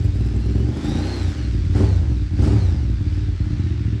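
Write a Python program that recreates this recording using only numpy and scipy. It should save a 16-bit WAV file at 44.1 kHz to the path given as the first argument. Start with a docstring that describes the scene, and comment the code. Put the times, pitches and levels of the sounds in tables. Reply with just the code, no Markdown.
"""A V-twin motorcycle engine runs in a small garage: a slow swell in revs, two throttle blips, then idle.
Its unevenly spaced firings form a pulse train that booms through the silencer and drives the airbox
resonances into a bark. Turbulent air hisses at the throttle, valve impacts clatter, meshing gears whine
and a loose metal part jingles. The walls add standing waves and a short reverberation.
Late on, the treble fades as the microphone swings away from the engine."""
import sys
import numpy as np
from scipy import signal
from scipy.fft import rfft, irfft, next_fast_len
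from scipy.io import wavfile
from scipy.ndimage import uniform_filter1d, map_coordinates

SR = 44100
rng = np.random.default_rng(int(sys.argv[2]) if len(sys.argv) > 2 else 0)


def store_pcm(level_fs):
    """Save levels as 16-bit WAV."""
    pcm = np.round(np.clip(level_fs, -1, 1) * 32767).astype(np.int16)
    wavfile.write(sys.argv[1], SR, np.atleast_2d(pcm).T)


N = 176400
TIME = np.arange(N) / SR
IDLE_RATE = 15  # cycles per second


# Engine speed. Each row: time in seconds, cycles per second.
ENGINE_SPEED = [(0, 18.4), (.1, 18.2), (.2, 19.8), (.3, 19.4), (.6, 22), (.78, 25.3), (.9, 28.2),
                (.97, 28.9), (1.08, 32), (1.15, 32.1), (1.24, 29.8), (1.38, 22.8), (1.5, 19.5), (1.62, 17),
                (1.73, 17.8), (1.84, 35.4), (1.92, 32), (2.05, 24.3), (2.17, 19.2), (2.3, 16.7),
                (2.39, 17.7), (2.52, 37.5), (2.6, 33.2), (2.74, 25.5), (2.88, 19.5), (3, 17.4), (3.1, 17.7),
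                (3.2, 19), (3.38, 16), (3.48, 15.9), (3.65, 14.5), (3.88, 13.4), (4, 13.7)]

def crank():
    """Phase is the integral of speed; one four-stroke cycle is two turns of the crank."""
    speed, = curves(ENGINE_SPEED)
    cycle = 0.55 + np.cumsum(speed) / SR
    return cycle, speed


# Firings that kick hard or nearly fail. Each row: time in seconds, level in dB re a normal firing.
UNEVEN_FIRINGS = [(.11, -10.5), (1.55, 3.5), (1.667, 0), (1.72, -4.5), (2.222, 5), (2.26, -9.5),
                  (2.28, -22), (2.34, 0.5), (2.9, 4), (2.955, -25), (2.99, -4.5), (3.013, 5), (3.288, 4.5),
                  (3.385, -19), (3.408, 7.5), (3.668, 1), (3.885, 2.5)]

def firings(cycle, speed, second_lag_cycles=3 / 8, second_db=2.5, idle_jitter_s=0.00054):
    """Impulse excitation: two cylinders fire once a cycle each, less regularly at low revs."""
    phases = np.arange(128)[:, None] + [0, second_lag_cycles]
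    at = np.interp(phases, cycle, np.arange(N), right=2 * N)
    lope = (IDLE_RATE / np.interp(phases, cycle, speed)) ** 2
    at = at + idle_jitter_s * SR * lope ** 2 * rng.standard_normal(phases.shape)
    spread_db = 3 + 0.9 * lope
    size_db = spread_db * np.clip(rng.standard_normal(phases.shape), -2, 1)
    for s, db in UNEVEN_FIRINGS:
        size_db.flat[np.argmin(np.abs(at - s * SR))] = db
    size = amp(size_db + [0, second_db])
    heard = (at < N) & (phases > cycle[0] - .25)
    return np.bincount(np.abs(at[heard]).astype(int), size[heard], N)


# Exhaust boom. Each row: time in seconds, level in dB.
BOOM_LEVEL = [(0.0, -16.5), (0.35, -19.5), (0.65, -17), (0.8, -29.5), (0.95, -21), (1.17, -25.5),
              (1.26, -17.5), (1.36, -26.5), (1.48, -19.5), (1.68, -18), (1.8, -14), (1.98, -15.5),
              (2.1, -17.5), (2.29, -21.5), (2.42, -14.5), (2.65, -15), (2.8, -18.5), (3.15, -19.5),
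              (3.35, -20), (4.0, -20)]
# Silencer response. Each row: frequency in Hz, gain in dB.
SILENCER = [(25, -34.5), (38, -52.5), (50, -2.5), (60, 3.5), (73, 2.5), (90, 3.5), (115, -1.5), (135, -11),
            (160, -7), (190, -16.5), (300, -53), (600, -80), (4000, -140)]
# Standing waves of the garage. Each row: frequency in Hz, bandwidth in Hz, gain in dB.
STANDING_WAVES = [(58, 21, -9.5), (90.3, 9.7, 1), (113.7, 6.4, 3), (144.5, 10, -2.5), (173.3, 9.3, -5.5)]

def exhaust(pulses, cycle, speed, drone_db=-31, full_overrun=14):
    """Acoustic filtering: the silencer passes the firings' low harmonics, which excite the room modes."""
    level_db, = curves(BOOM_LEVEL)
    turbulence = amp(-8) * (IDLE_RATE / speed) ** 2 * puffs(pulses, decay_s=.025)
    # Falling revs add a drone at three times the cycle rate.
    slowing = -np.gradient(speed) * SR  # cycles per second squared, as is full_overrun
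    overrun = uniform_filter1d(np.clip(slowing / full_overrun, 0, 1), size=2000)
    drone = amp(drone_db) * overrun * np.cos(2 * np.pi * 3 * cycle)
    boom = coloured(unit(pulses) + turbulence + drone, SILENCER)
    return amp(level_db) * levelled(boom + resonate(boom, STANDING_WAVES) + amp(-5.5) * garage(boom))


# Intake strength. Each row: time in seconds, then relative levels of bark, honk and rasp in dB.
INTAKE_LEVELS = [(0.0, -31.5, -37, -48.5), (0.3, -29, -35.5, -49.5), (0.6, -25.5, -30, -46),
                 (0.76, -25.5, -35.5, -41.35), (0.92, -20.5, -33, -37), (1.12, -26.5, -34, -37),
                 (1.35, -31, -39.5, -48), (1.7, -29, -42, -63), (1.75, -25.5, -30.5, -36.5),
                 (1.8, -19.5, -17.5, -31.5), (1.93, -33.5, -39, -43), (2.1, -27.5, -43, -46),
                 (2.22, -32.5, -45, -57.5), (2.29, -39, -65, -56), (2.35, -27, -46, -49),
                 (2.42, -21.5, -23, -36), (2.48, -19, -24, -33.5), (2.63, -31, -36.5, -41),
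                 (2.85, -29, -48.5, -51), (3.35, -34.5, -40, -57.5), (3.55, -27.5, -70, -49),
                 (4.0, -31.5, -34, -85.5)]
# Airbox resonances in three groups. Each row: frequency in Hz, bandwidth in Hz, gain in dB.
BARK_MODES = [(134.6, 17, -6), (163, 21.5, -3.5), (218, 6.4, 2.5), (245.5, 30, -2), (299, 20, 6.5),
              (332.5, 39, -4)]
HONK_MODES = [(221.6, 9.9, -2.5), (376, 7.2, -5.5), (392.3, 12.4, 0.5)]
RASP_MODES = [(508.2, 10, 0.5), (569.6, 34, -12), (666, 140, -10), (769, 21, -8), (815, 130, 2),
              (820, 50, -21)]

def intake(pulses):
    """Cavity resonance: each gulp rings the airbox; an open throttle adds a honk and a higher rasp."""
    bark_db, honk_db, rasp_db = curves(INTAKE_LEVELS)
    gulps = unit(pulses)
    bark = resonate(gulps + amp(-7.5) * puffs(pulses, decay_s=0.013), BARK_MODES)
    bark = coloured(bark, [(70, -18), (135, 5.5), (345, -3), (420, -16), (500, -31), (1000, -16),
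                           (4000, -75.5), (10000, -110)])
    honk = resonate(gulps + amp(-17) * puffs(pulses, decay_s=0.0028), HONK_MODES)
    honk = coloured(honk, [(120, -23.5), (210, -0.5), (415, -7), (470, -11.5), (1000, -25),
                           (4000, -62.5), (10000, -110)])
    rasp = resonate(gulps + amp(4) * puffs(pulses, decay_s=0.021), RASP_MODES)
    rasp = coloured(rasp, [(200, -47.5), (480, 7.5), (880, -5.5), (1050, -4.5), (1800, -9),
                           (3500, -17.5), (8000, -33.5), (11000, -77)])
    return (amp(bark_db - 3) * levelled(bark)
            + amp(honk_db - 2.45) * levelled(honk)
            + amp(rasp_db - 2.5) * levelled(rasp))


# Air rush as the throttle snaps open. Each row: start in seconds, level in dB.
THROTTLE_BLIPS = [(1.744, -51), (2.41, -47)]

def throttle_hiss(pulses, attack_s=0.016, hold_s=0.048, release_s=0.025):
    """Turbulent flow: air tears past the throttle with each gulp, hardest as it snaps open."""
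    rasp_db = curves(INTAKE_LEVELS)[2]
    flow = amp(rasp_db - 13)
    for start, db in THROTTLE_BLIPS:
        age = TIME - start
        rise = np.clip(age / attack_s, 0, 1)
        fall = np.exp(-np.maximum(age - hold_s, 0) / release_s)
        flow = flow + amp(db) * rise * fall
    spectrum = [(400, -20), (1300, 16), (3000, -0.5), (5000, 1.5), (9000, -4.5),
                (12000, -24.5), (16000, -19)]
    return flow * levelled(coloured(puffs(pulses, decay_s=0.031), spectrum))


# Spectrum of the mechanical noise. Each row: frequency in Hz, relative level in dB.
CLATTER_SPECTRUM = [(150, -4.5), (600, -3.5), (1000, -5), (1500, 1), (2100, -1), (3200, -4.5), (4300, -4.5),
                    (5600, -7.5), (6700, -13), (8200, -16), (9500, -25.5), (11200, -38.5), (15000, -39)]

def valve_gear(cycle):
    """Impact noise: valves tick shut four times a cycle over the wash of belts and bearings."""
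    closings = np.diff(np.floor(4 * cycle), prepend=0)
    ticks = closings * amp(2 * np.clip(rng.standard_normal(N), -2, 1))
    wash = rng.standard_normal(N)
    return unit(coloured(wash + amp(-5) * puffs(ticks, decay_s=0.0022), CLATTER_SPECTRUM))


# Upper gear meshes. Each row: frequency as a multiple of the cycle rate, relative level in dB.
UPPER_MESHES = [(200, -12), (266, -12.5), (400, -18.5)]
# Casing response. Each row: frequency in Hz, gain in dB.
CASING_RESPONSE = [(1500, -18.5), (2600, -6.5), (2900, -0.5), (3150, -11), (3400, -0.5), (3580, -1.5),
                   (3770, 1.5), (3950, -2), (4220, 4), (4450, -1.5), (4750, -1.5), (5200, -2.5), (5800, -3),
                   (6300, -11), (8000, -20), (12000, -34.5)]

def gears(cycle, speed, teeth_per_cycle=132.5, halving_accel=61, speed_exponent=0.62):
    """Forced vibration: mesh tones follow the crank and flare as they cross the casing's resonances."""
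    flutter = .15 * np.sin(2 * np.pi * 2 * cycle) + .2 * wobble(260)
    whine_db = -5.5 + 3 * np.clip(wobble(45), -2, 1)
    whine = amp(whine_db) * np.sin(2 * np.pi * (teeth_per_cycle * cycle + flutter))
    accel = uniform_filter1d(np.abs(np.gradient(speed) * SR), size=1000)  # cycles per second squared
    whine /= 1 + accel / halving_accel  # quick changes of speed mute the main mesh
    upper = np.zeros(N)
    for order, db in UPPER_MESHES:
        gain = amp(db + 3 * np.clip(wobble(30), -2, 1))
        upper += gain * np.sin(2 * np.pi * (order * cycle + .22 * wobble(330)))
    return coloured((whine + upper) * (speed / speed.mean()) ** speed_exponent, CASING_RESPONSE)


# Strength of valves and gears together. Each row: time in seconds, gain in dB.
MACHINERY_GAIN = [(0.0, -45), (0.7, -44.5), (0.86, -38.5), (1.17, -37.5), (1.35, -40), (1.6, -43.5),
                  (1.72, -43.5), (1.78, -38.5), (2.05, -45.5), (2.33, -46), (2.45, -39), (2.85, -45.5),
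                  (3.02, -46), (3.15, -43), (3.3, -45), (3.6, -42.5), (4.0, -43.5)]

def machinery(cycle, speed):
    """Amplitude modulation: valve clatter and gear whine swell and fade under one envelope."""
    gain_db, = curves(MACHINERY_GAIN)
    return amp(gain_db) * (amp(-3) * valve_gear(cycle) + gears(cycle, speed))


# Steady buzz of the loose part. Each row: time in seconds, relative level in dB.
BUZZ_LEVEL = [(0, -70.5), (.7, -70), (.87, -64), (1.2, -68), (1.55, -78), (1.8, -76), (2.3, -81),
              (2.45, -75), (2.95, -81), (4, -82.5)]
# Its jingles. Each row: start in seconds, relative level in dB.
JINGLE_EVENTS = [(.035, -56), (.146, -64), (.255, -61), (.39, -68), (.45, -68), (.5, -67), (.589, -67),
                 (.84, -58), (.885, -55), (.968, -60), (1.05, -58), (1.154, -57), (1.222, -61), (1.29, -61),
                 (1.365, -64), (1.766, -62), (1.95, -67), (2.14, -70), (2.44, -60), (2.614, -66),
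                 (2.688, -66), (3.14, -66), (3.435, -68)]
# Its modes. Each row: frequency in Hz, gain in dB, time to decay by 60 dB in seconds.
METAL_MODES = [(4886, 4, 0.081), (5800, -7, 0.037), (7650, 2, 0.04), (9930, -2.5, 0.04),
               (10520, -10.5, .03), (11750, -10, .035), (15480, -27, .04)]

def loose_metal(pulses, attack_s=0.0027, hold_s=0.01, release_s=0.01):
    """Modal ringing: a thin part buzzes with the firings and jingles, each time in a new mix of modes."""
    buzz_db, = curves(BUZZ_LEVEL)
    buzz = amp(buzz_db) * puffs(pulses, decay_s=0.01)
    t = np.arange(SR // 4) / SR
    burst = np.minimum(t / attack_s, 1) * np.exp(-np.maximum(t - hold_s, 0) / release_s)
    starts, level_db = np.transpose(JINGLE_EVENTS)
    contacts = unit(rng.standard_normal(N) ** 3)  # cubing makes the noise spiky
    out = np.zeros(N)
    for hz, db, t60 in METAL_MODES:
        sizes = amp(level_db + rng.normal(0, 1.3, len(starts)))
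        onsets = np.bincount((starts * SR).astype(int), sizes, N)
        shake = buzz + contacts * signal.fftconvolve(onsets, burst)[:N]
        ring = np.sin(2 * np.pi * hz * t) * amp(-60 * t / t60) * (1 - np.exp(-t / 0.00085))
        out += amp(db) * signal.fftconvolve(shake, ring / np.linalg.norm(ring))[:N]
    return out


# Garage reverberation. Each row: frequency in Hz, time to decay by 60 dB in seconds.
REVERB_TIMES = [(100, 0.29), (500, 0.53), (3000, 0.059), (10000, 0.3)]

def garage(x, delay_samples=300):
    """Diffuse reverberation: reflections from the close walls merge into a short, dying tail."""
    hz, t, noise = signal.stft(rng.standard_normal(SR // 2), SR, nperseg=256)
    decay = amp(-60 * t / along(REVERB_TIMES, hz)[:, None])
    tail = signal.istft(noise * decay, SR, nperseg=256)[1]
    return signal.fftconvolve(np.pad(x, (delay_samples, 0)), tail / np.linalg.norm(tail))[:N]


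def turned_away(x, start_s=2.6, fade_db_per_s=5, corner_hz=6000):
    """Directivity: the treble fades as the microphone swings away from the engine."""
    treble = filtered(x, lambda hz: 1 - 1 / (1 + (hz / corner_hz) ** 2))
    treble_gain = amp(-fade_db_per_s * np.maximum(TIME - start_s, 0))
    return x + treble * (treble_gain - 1)


def amp(db):
    """Decibels to amplitude ratio."""
    return 10 ** (np.asarray(db) / 20)


def unit(x):
    """Normalisation to rms 1."""
    return x / np.sqrt(np.mean(x ** 2) + 1e-20)


def levelled(x, size=4000):
    """Gain control: the slow level is held at rms 1, leaving the single beats."""
    power = uniform_filter1d(uniform_filter1d(x * x, size), size)
    return x / np.sqrt(np.abs(power) + 1e-20)


def along(points, hz):
    """Interpolation of (Hz, value) points on a log frequency axis."""
    f, values = np.transpose(points)
    return np.interp(np.log(hz + 1), np.log(f + 1), values)


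def curves(rows):
    """Linear interpolation: one value per sample for each column after the time."""
    times, *columns = np.transpose(rows)
    return [np.interp(TIME, times, column) for column in columns]


def wobble(rate):
    """Random modulation: a smooth curve with rate knots a second."""
    return map_coordinates(rng.standard_normal(1024), [TIME * rate], mode="mirror")


def puffs(pulses, decay_s):
    """Exponential decay: a dying burst of noise follows each pulse."""
    envelope = signal.lfilter([1], [1, -np.exp(-1 / (decay_s * SR))], pulses)
    return unit(envelope * rng.standard_normal(N))


def filtered(x, response):
    """Linear filtering: the spectrum is multiplied by a frequency response."""
    size = 2 * next_fast_len(N // 2 + SR // 4)
    return irfft(rfft(x, size) * response(np.fft.rfftfreq(size, 1 / SR)), size)[..., :N]


def coloured(x, points):
    """Minimum-phase filtering with the gain of (Hz, dB) points."""
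    def response(hz):
        cepstrum = irfft(np.log(amp(along(points, hz))))
        half = len(cepstrum) // 2
        cepstrum[1:half] *= 2
        cepstrum[half + 1:] = 0
        return np.exp(rfft(cepstrum))
    return filtered(x, response)


def resonate(x, modes):
    """Damped resonators in parallel, each given as (Hz, bandwidth in Hz, dB)."""
    return filtered(x, lambda f: sum(amp(db) * 1j * f * width / (hz * hz - f * f + 1j * f * width)
                                     for hz, width, db in modes))


def scene():
    """Superposition: one crank drives the engine's layers, which add up in the garage."""
    cycle, speed = crank()
    pulses = firings(cycle, speed)
    machine = machinery(cycle, speed)
    upper = turned_away(intake(pulses) + throttle_hiss(pulses) + machine) + loose_metal(pulses)
    return (exhaust(pulses, cycle, speed) + upper + amp(-9) * garage(upper))[None]


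def record(dry, top_hz=15700):
    """Band limiting: nothing passes above top_hz."""
    return filtered(dry, lambda hz: hz < top_hz)


dry = scene()
out = record(dry)
store_pcm(out)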